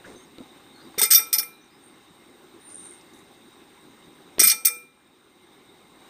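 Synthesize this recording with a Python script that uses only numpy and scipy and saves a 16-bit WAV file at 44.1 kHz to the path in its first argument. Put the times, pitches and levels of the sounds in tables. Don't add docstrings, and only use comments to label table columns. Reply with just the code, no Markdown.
import sys
import numpy as np
from scipy import signal
from scipy.fft import rfft, irfft
from scipy.io import wavfile
from scipy.ndimage import uniform_filter1d

SR = 44100
rng = np.random.default_rng(int(sys.argv[2]) if len(sys.argv) > 2 else 0)


def persist_wave(psi):
    counts = np.round(np.clip(psi, -1, 1) * 32767).astype(np.int16)
    wavfile.write(sys.argv[1], SR, np.atleast_2d(counts).T)


def rack_gain(trim_db):
    fader = np.asarray(trim_db, float)
    return 10 ** (fader / 20)


N = 268569


def evened(x):
    return x / np.sqrt(np.mean(x ** 2) + 1e-20)


def read_curve(points, hz):
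    f, value = np.transpose(points)
    return np.interp(np.log(hz + 1), np.log(f + 1), value)


def add(mix, start_s, sound):
    part = mix[round(start_s * SR):][:len(sound)]
    part += sound[:len(part)]


def coloured(x, points):
    hz = np.fft.rfftfreq(len(x), 1 / SR)
    return irfft(rfft(x) * rack_gain(read_curve(points, hz)), len(x))


def ring(x, hz, t60):
    radius = 10 ** (-3 / (max(t60, .003) * SR))
    step = 2 * np.pi * hz / SR
    return signal.lfilter([np.sin(step)], [1, -2 * radius * np.cos(step), radius ** 2], x)


def resonate(x, hz, width_hz):
    turn = np.exp(2j * np.pi * np.cumsum(hz * np.ones(len(x))) / SR)
    r = np.exp(-np.pi * width_hz / SR)
    smooth = signal.lfilter([(1 - r) ** 2], [1, -2 * r, r * r], x / turn)
    return 2 * (turn * smooth).real


def gliding_noise(length_s, start_hz, end_hz, level_db, width_hz):
    size = round(length_s * SR)
    hz = np.interp(np.arange(16384), [0, size], [start_hz, end_hz])
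    fuzz = evened(resonate(rng.standard_normal(16384), hz, width_hz))[:size]
    return rack_gain(level_db) * fuzz * signal.windows.tukey(size, .3) * np.linspace(1, .45, size)


def porch(x, t60=0.28):
    t = np.arange(SR // 2) / SR
    tail = rng.standard_normal(len(t)) * rack_gain(-60 * t / t60) * (1 - np.exp(-t / 0.024))
    return signal.oaconvolve(x, tail / np.linalg.norm(tail))[:len(x)]


# time_s, level_db
YARD_LEVEL = [(0, 1.5), (.14, 3), (.29, 1), (.43, 2.5), (.7, 1.5), (.9, 3.5), (1.3, 3.4), (1.58, -2.5),
              (1.9, 0), (2.35, 0.1), (2.9, 2.5), (3.24, 0.9), (4.36, 1.2), (4.9, -6), (5.27, -4), (5.55, -0.8),
              (5.95, -.4), (6.09, 3.5)]


def yard_level_db(time_s):
    return np.interp(time_s, *np.transpose(YARD_LEVEL))


# freq_hz, density_db (per Hz)
YARD_SPECTRUM = [(15, -56.5), (25, -30.5), (102, -15.5), (357, -5.5), (456, -15), (1120, -10),
                 (1280, -11.5), (3300, -19), (3780, -15.5), (4100, -29.5), (7650, -34), (8530, -33.5),
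                 (9770, -45.5), (15100, -32.5), (16400, -58)]
# freq_hz, width_hz, lift_db
POT_CAVITY = [
    (260, 17, 3.5),
    (372, 44, 6.5),
    (800, 74, 7),
    (1051, 30, 6),
    (2110, 61, 8),
]
# rest_db, level_share (dB per dB of the yard's level curve)
YARD_LAYERS = [
    (-52.5, 1.06),
    (-55., 1.02),
    (-59., 1.04),
]


def yard():
    frames, hz = N // 256 + 5, np.fft.rfftfreq(1024, 1 / SR)
    real, imag, patches = rng.standard_normal((frames, 513, 3)).T
    patches = uniform_filter1d(patches, 10, 0)
    patches = evened(uniform_filter1d(patches, 8, 1))
    bed_db = yard_level_db(np.arange(frames) * 256 / SR)
    shape_db = read_curve(YARD_SPECTRUM, hz)
    for f, width_hz, lift_db in POT_CAVITY:
        shape_db = shape_db + lift_db / (1 + (2 * (hz - f) / width_hz) ** 2)
    level = np.zeros(real.shape)
    for (rest_db, share), (low, high) in zip(YARD_LAYERS, ((0, 600), (600, 3600), (3600, SR))):
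        band = rack_gain(shape_db) * (hz >= low) * (hz < high)
        level += np.outer(band / np.linalg.norm(band), rack_gain(rest_db + share * bed_db))
    spectra = level * (real + 1j * imag) * rack_gain(1.7 * patches)
    return 0.76 * signal.istft(spectra, nperseg=1024, noverlap=768)[1][:N]


# freq_hz, width_hz, level_db
FAR_INSECTS = [
    (3810, 450, -69.5),
    (8626, 380, -68),
]


def chorus():
    swell = rack_gain(0.98 * yard_level_db(np.arange(N) / SR))
    bands = np.zeros(N)
    for hz, width_hz, level_db in FAR_INSECTS:
        bands += rack_gain(level_db) * evened(resonate(rng.standard_normal(N), hz, width_hz))
    return swell * bands


# start_s, length_s, peak_db, pitch_hz
NEAR_BUZZ = [
    (0.0, .35, -63, 8900),
    (1.784, .17, -58, 8900),
    (2.58, .47, -43.5, 9200),
]


def buzz(length_s, peak_db, pitch_hz):
    t = np.arange(0, length_s, 1 / SR)
    from_peak = np.interp(t / length_s, [0, 0.44, 1], [1, 0, 1])
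    wobble, noise = rng.standard_normal((SR // 2, 2))[:len(t)].T
    stroke_hz = 85 * (1 + 0.57 * evened(uniform_filter1d(wobble, 600)))
    strokes = np.cumsum(stroke_hz) / SR
    clicks = noise * (.5 + np.exp(-(strokes % 1) / 0.84))
    wing_hz = pitch_hz - 1300 * t - 700 * np.exp(-t / .035)
    wings = resonate(resonate(clicks, wing_hz, 640), wing_hz, 640)
    level = rack_gain(peak_db - 29.5 * from_peak ** 2.4)
    return level * evened(wings) * signal.windows.tukey(len(t), .1)


# start_s, length_s, centre_hz, level_db, width_hz
RUSTLES = [
    (0.049, 0.14, 345, -45.5, 352),
    (0.037, 0.1, 1260, -52.5, 1780),
    (0.045, 0.11, 6130, -59.5, 4000),
    (2.664, .33, 6520, -61, 3520),
    (3.131, 0.1, 9220, -62.5, 4000),
    (5.926, 0.18, 800, -57.5, 893),
]


def rustle(length_s, centre_hz, level_db, width_hz):
    return gliding_noise(length_s, centre_hz, centre_hz, level_db, width_hz)


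# start_s, length_s, start_hz, end_hz, level_db
PEEPS = [
    (0.041, 0.025, 1590, 1630, -44),
    (0.053, 0.063, 1970, 2180, -56),
    (0.152, 0.113, 6250, 6550, -59.5),
    (0.738, 0.1, 4320, 4200, -58),
    (0.802, 0.088, 4750, 4800, -61),
    (1.523, 0.095, 3980, 3850, -57),
    (1.607, 0.051, 5900, 6260, -64),
    (1.65, .04, 5720, 5700, -67.5),
    (1.703, 0.083, 4910, 5140, -63.5),
]


def peep(length_s, start_hz, end_hz, level_db):
    return gliding_noise(length_s, start_hz, end_hz, level_db, width_hz=210)


# start_s, level_db, pitch_hz, t60_s, tick_db
THUDS = [(0.043, -47.5, 331, 0.079, 6), (0.384, -33.5, 313, 0.04, 1), (.404, -35.5, 260, 0.1, -28.),
         (.943, -35.5, 1150, 0.022, -5.), (.978, -25.5, 385, 0.05, -4), (1.01, -26.5, 870, 0.068, -31.5),
         (1.021, -28.5, 430, 0.11, -25.), (1.104, -31.5, 800, 0.031, -28), (4.383, -19.5, 374, 0.017, 0.5),
         (4.400, -22.5, 304, 0.026, -25), (4.417, -18, 415, 0.025, -24.5), (4.455, -46, 856, 0.24, -29),
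         (4.44, -36.5, 197, 0.23, -29.5), (1.385, -55, 870, 0.11, -30), (4.647, -35.5, 888, 0.021, -4),
         (4.668, -37.5, 450, 0.036, -30)]


def thud(level_db, pitch_hz, t60, tick_db):
    t = np.arange(6000) / SR
    puff = rng.standard_normal(len(t))
    push = np.sin(2 * np.pi * pitch_hz * t) + .5 * evened(resonate(puff, pitch_hz, 430))
    push = push * rack_gain(-60 * t / max(t60, .01)) * (1 - np.exp(-t / 0.00057))
    dull_tick = coloured(puff, [(500, 0), (4500, -5), (6500, -30)]) * np.exp(-t / .003)
    return rack_gain(level_db) * (push + rack_gain(tick_db) * dull_tick)


def rebounds(blows, chatter_s, full_db, bright_db):
    rows = np.zeros((len(blows), 3 * SR // 4))
    t = np.arange(4096) / SR - .002
    for row, (start_s, level_db, edge_db) in zip(rows, blows):
        low_db = full_db - 0.58 * level_db
        chance, sign = rng.random(len(t)), rng.standard_normal(len(t))
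        envelope = np.exp(-t / max(chatter_s, .001)) * (1 - np.exp(-abs(t) / .0006))
        burst = sign * (chance < 4000 / SR) * np.where(t > 0, envelope, 0)
        colour = [(300, low_db - 22.5), (2000, low_db + 8.5), (5500, edge_db), (8500, 0),
                  (13000, 0.94 * edge_db + bright_db)]
        burst = coloured(burst / np.linalg.norm(burst), colour)
        add(row, start_s - blows[0][0], rack_gain(level_db) * burst)
    return rows


def struck(rows, spread_db):
    return rack_gain(spread_db * rng.standard_normal(len(rows))) @ rows


def metal(rows, modes, body_db):
    out = np.zeros(rows.shape[1])
    for hz, level_db, t60 in modes:
        blow = struck(rows, 3)
        free_t60 = t60 * min(1, (1800 / hz) ** 0.34)
        out += rack_gain(body_db + level_db) * ring(blow, hz, free_t60)
        out += rack_gain(body_db + 1.2 * level_db + 8.5) * ring(blow, 1.003 * hz, min(1.4 * t60, .09))
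    return out


# freq_hz, level_db, t60_s
POT_BELLY = [
    (483.7, -49, 0.46),
    (870, -51, 0.19),
    (1326, -56, .45),
    (2386, -63.5, 0.6),
]


def pot_belly(rows, belly_db):
    drive = rows.sum(0)
    return sum(rack_gain(level_db + belly_db) * ring(drive, hz, t60) for hz, level_db, t60 in POT_BELLY)


# freq_hz, level_db, t60_s
SPOON_MODES = [(1373, -21, 0.38), (1330, -27, 0.47), (2462, -41.5, 2.3), (3613, -3, 0.27),
               (4360, -22.5, 0.29), (4673, -55, 0.21), (5132, 3.5, 0.19), (5660, 1.5, 0.28),
               (6190, -7.5, 0.35), (7913, -24.5, 0.22), (8220, -44.5, 0.13), (8550, -2.5, 0.21),
               (8950, -32.5, 0.15), (8900, -30, 0.22), (8830, -1.5, 0.39), (9200, -46.5, 0.13),
               (9660, -28.5, 0.15), (9940, -7, 0.25), (10370, -45.5, 0.26), (10860, -2, 0.25),
               (11210, -38, 0.11), (12010, 7.5, 0.38), (12100, -40, 0.14), (13260, -40.5, 0.17),
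               (13500, -22, 0.11), (15600, -12, 0.13), (14008, -4.5, 0.3), (14700, -23, 0.16),
               (14600, -24.5, 0.14), (15170, -7, 0.18)]


def spoon(rows, spoon_db):
    return metal(rows, SPOON_MODES, spoon_db)


# freq_hz, level_db, t60_s
POT_MODES = [(1313, -15.5, 1), (1344, -4, 0.21), (2108, -3, 0.28), (2388, -4.5, 0.67), (3148, -29.5, 0.18),
             (3600, -26, 0.38), (3663, -7, 0.35), (4570, -13, .45), (5270, -12.5, 0.42), (5450, 3.5, 0.22),
             (5620, -8.5, 0.21), (6080, -20, 0.57), (6471, -27, 0.17), (6680, -8, 0.28), (7790, -5.5, 0.25),
             (8340, -41, 0.15), (7850, -19, 0.23), (8406, 1.5, 0.44), (8850, -11, 0.59), (9900, -4, 0.26),
             (11300, -24.5, 0.31), (11000, -23, 0.22), (11300, -20, 0.37), (11965, -2.5, 0.2),
             (13300, -8, 0.2), (12970, -17.5, 0.082), (13630, -9.5, 0.3), (14400, -32, 0.19),
             (14590, -31, 0.2), (14200, -11.5, 0.076)]


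def pot_wall(rows, pot_db):
    return metal(rows, POT_MODES, pot_db)


# freq_hz, width_hz, level_db
CLATTER_CLUSTERS = [(1270, 38, -39.5), (2165, 39, -4.5), (2504, 32, -7.5), (3100, 60, -12.5),
                    (3458, 53, -19), (4527, 34, -1.5), (5000, 34, -6), (5830, 36, -0.5), (5800, 45, -4.5),
                    (6340, 58, 1), (6830, 37, -6.5), (1684, 70, -7), (8250, 22, -15), (8390, 60, 3),
                    (8760, 44, -4.5), (10050, 39, -3), (11000, 65, -3.5), (12025, 45, -8),
                    (12900, 60, -4.5), (13080, 67, -17.5), (13650, 37, -2), (13600, 39, -14),
                    (14530, 84, 6), (16100, 40, -8)]


def clatter(rows, clatter_db):
    out = np.zeros(rows.shape[1])
    for hz, width_hz, level_db in CLATTER_CLUSTERS:
        blow = struck(rows, 4)
        for spread, t60 in zip(np.linspace(-1.6, 1.6, num=6), rng.uniform(0.031, 0.075, size=6)):
            gain = rack_gain(level_db + clatter_db - 2.9 * spread ** 2)
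            out += gain * ring(blow, hz + spread * max(width_hz, 90.), t60)
    return out


def tumble(blows, chatter_s, full_db, spoon_db, pot_db, clatter_db, bright_db, belly_db):
    rows = rebounds(blows, chatter_s, full_db, bright_db)
    out = pot_belly(rows, belly_db) + spoon(rows, spoon_db) + pot_wall(rows, pot_db) + clatter(rows, clatter_db)
    out += rack_gain(clatter_db + 21.5) * porch(rows.sum(0), t60=.05)
    return blows[0][0] - .0035, out + rack_gain(-22.0) * porch(out)


# start_s, level_db, edge_db (weight near 5.5 and 13 kHz against 8.5 kHz)
FIRST_BLOWS = [(0.9822, -20.5, -2), (0.9926, -15, -5), (1.0161, -9.5, -5.5), (1.0321, -5.5, -12),
               (1.0514, -25, -2), (1.1054, -12, -7.5), (1.1114, -3.5, -6.5), (1.1214, -5.5, -4),
               (1.1344, -5.5, -7.5), (1.1474, -8, 5.5), (1.1594, -24, -0.5), (1.1794, -17.5, -15),
               (1.1944, -23, -18)]


def first_handful():
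    return tumble(FIRST_BLOWS, chatter_s=0.012, full_db=-18., spoon_db=-21.0, pot_db=-28.,
                  clatter_db=-20.5, bright_db=0.5, belly_db=34.0)


# start_s, level_db, edge_db
ROLL_BLOWS = [
    (1.3289, -15, -3.5),
    (1.3374, -20, -2),
    (1.3474, -24.5, -0.5),
    (1.3594, -30, -11),
    (1.3843, -22, 3),
    (1.3944, -22.5, -9.5),
    (1.4300, -30.5, -14.5),
]


def settling_roll():
    return tumble(ROLL_BLOWS, chatter_s=0.0077, full_db=-25.0, spoon_db=-19.0, pot_db=-25.0,
                  clatter_db=-16.5, bright_db=1.0, belly_db=43.0)


# start_s, level_db, centre_hz
TICKS = [
    (2.6094, -61, 5240),
    (2.7, -53, 4010),
    (2.8541, -48, 8050),
    (3.011, -52, 5040),
    (3.1356, -52.5, 6770),
    (3.1647, -59, 4000),
    (3.1894, -54, 7180),
]


def tick(level_db, centre_hz):
    t = np.arange(2000) / SR
    snap = evened(resonate(rng.standard_normal(len(t)), centre_hz, 4500))
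    return rack_gain(level_db) * snap * np.exp(-t / 0.0046)


# start_s, level_db, edge_db
SECOND_BLOWS = [(4.3954, -9, -8), (4.4014, -10, 3), (4.4114, -20, -4.5), (4.4234, -16, -11.5),
                (4.4328, -11.5, -7.5), (4.4374, -4, -11), (4.4494, -12, -7.5), (4.4702, -6.5, -6),
                (4.481, -15, 3), (4.4974, -15.5, -0.5), (4.5141, -14, -7.5), (4.5294, -32, -5)]


def second_handful():
    return tumble(SECOND_BLOWS, chatter_s=0.01, full_db=-19.5, spoon_db=-23.5, pot_db=-23.5,
                  clatter_db=-16.5, bright_db=0.6, belly_db=36.0)


# start_s, level_db, edge_db
SLIP_BLOWS = [
    (4.6506, -17.5, -3),
    (4.6551, -10.5, -0.5),
    (4.6694, -15, -7),
    (4.6818, -21.5, -6),
    (4.6994, -33, -23),
]


def spoon_slip():
    return tumble(SLIP_BLOWS, chatter_s=0.0058, full_db=-26.0, spoon_db=-27.5, pot_db=-17.5,
                  clatter_db=-16.5, bright_db=1.5, belly_db=43.0)


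def scene():
    mix = yard() + chorus()
    small_sounds = ((buzz, NEAR_BUZZ), (rustle, RUSTLES), (peep, PEEPS), (thud, THUDS), (tick, TICKS))
    for source, events in small_sounds:
        for start_s, *settings in events:
            add(mix, start_s, source(*settings))
    for source in (first_handful, settling_roll, second_handful, spoon_slip):
        add(mix, *source())
    return mix[None]


def roll_off(x):
    return signal.sosfilt(signal.butter(12, 16510, fs=SR, output="sos"), x)


def record(dry):
    power_db = 10 * np.log10(abs(uniform_filter1d(dry[0] ** 2, 400)) + 1e-12)
    fall_db = np.arange(N) * 440.0 / SR
    held_db = np.maximum.accumulate(power_db + fall_db) - fall_db
    over_db = np.maximum(held_db + 16.0, 0)
    ducked = dry / rack_gain(0.3 * uniform_filter1d(over_db, 300))
    ducked = ducked / (1 + abs(ducked / .85) ** 4) ** .25
    hz, _, z = signal.stft(ducked[0], SR, nperseg=1024, noverlap=768)
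    band_db = 10 * np.log10(abs(uniform_filter1d(abs(z) ** 2, size=7, axis=0)) + 1e-16)
    top_db = band_db[hz > 1200].max(0)
    tilt_db = read_curve([(200, 2.5), (400, 2.0), (1100, 8.5), (1300, -1.7), (9300, 0.8), (10000, -13.0),
                          (12000, -7.5), (15000, -5.0), (15300, 2.2), (15700, 24.5)], hz)
    under_db = top_db + 0.14 * (top_db + 47.5) - band_db + tilt_db[:, None]
    kept = z * rack_gain(-4.5 * np.clip(under_db - 30.5, 0, 12))
    finished = signal.istft(kept, SR, nperseg=1024, noverlap=768)[1][None, :N]
    return roll_off(finished)


dry = scene()
out = record(dry)
persist_wave(out)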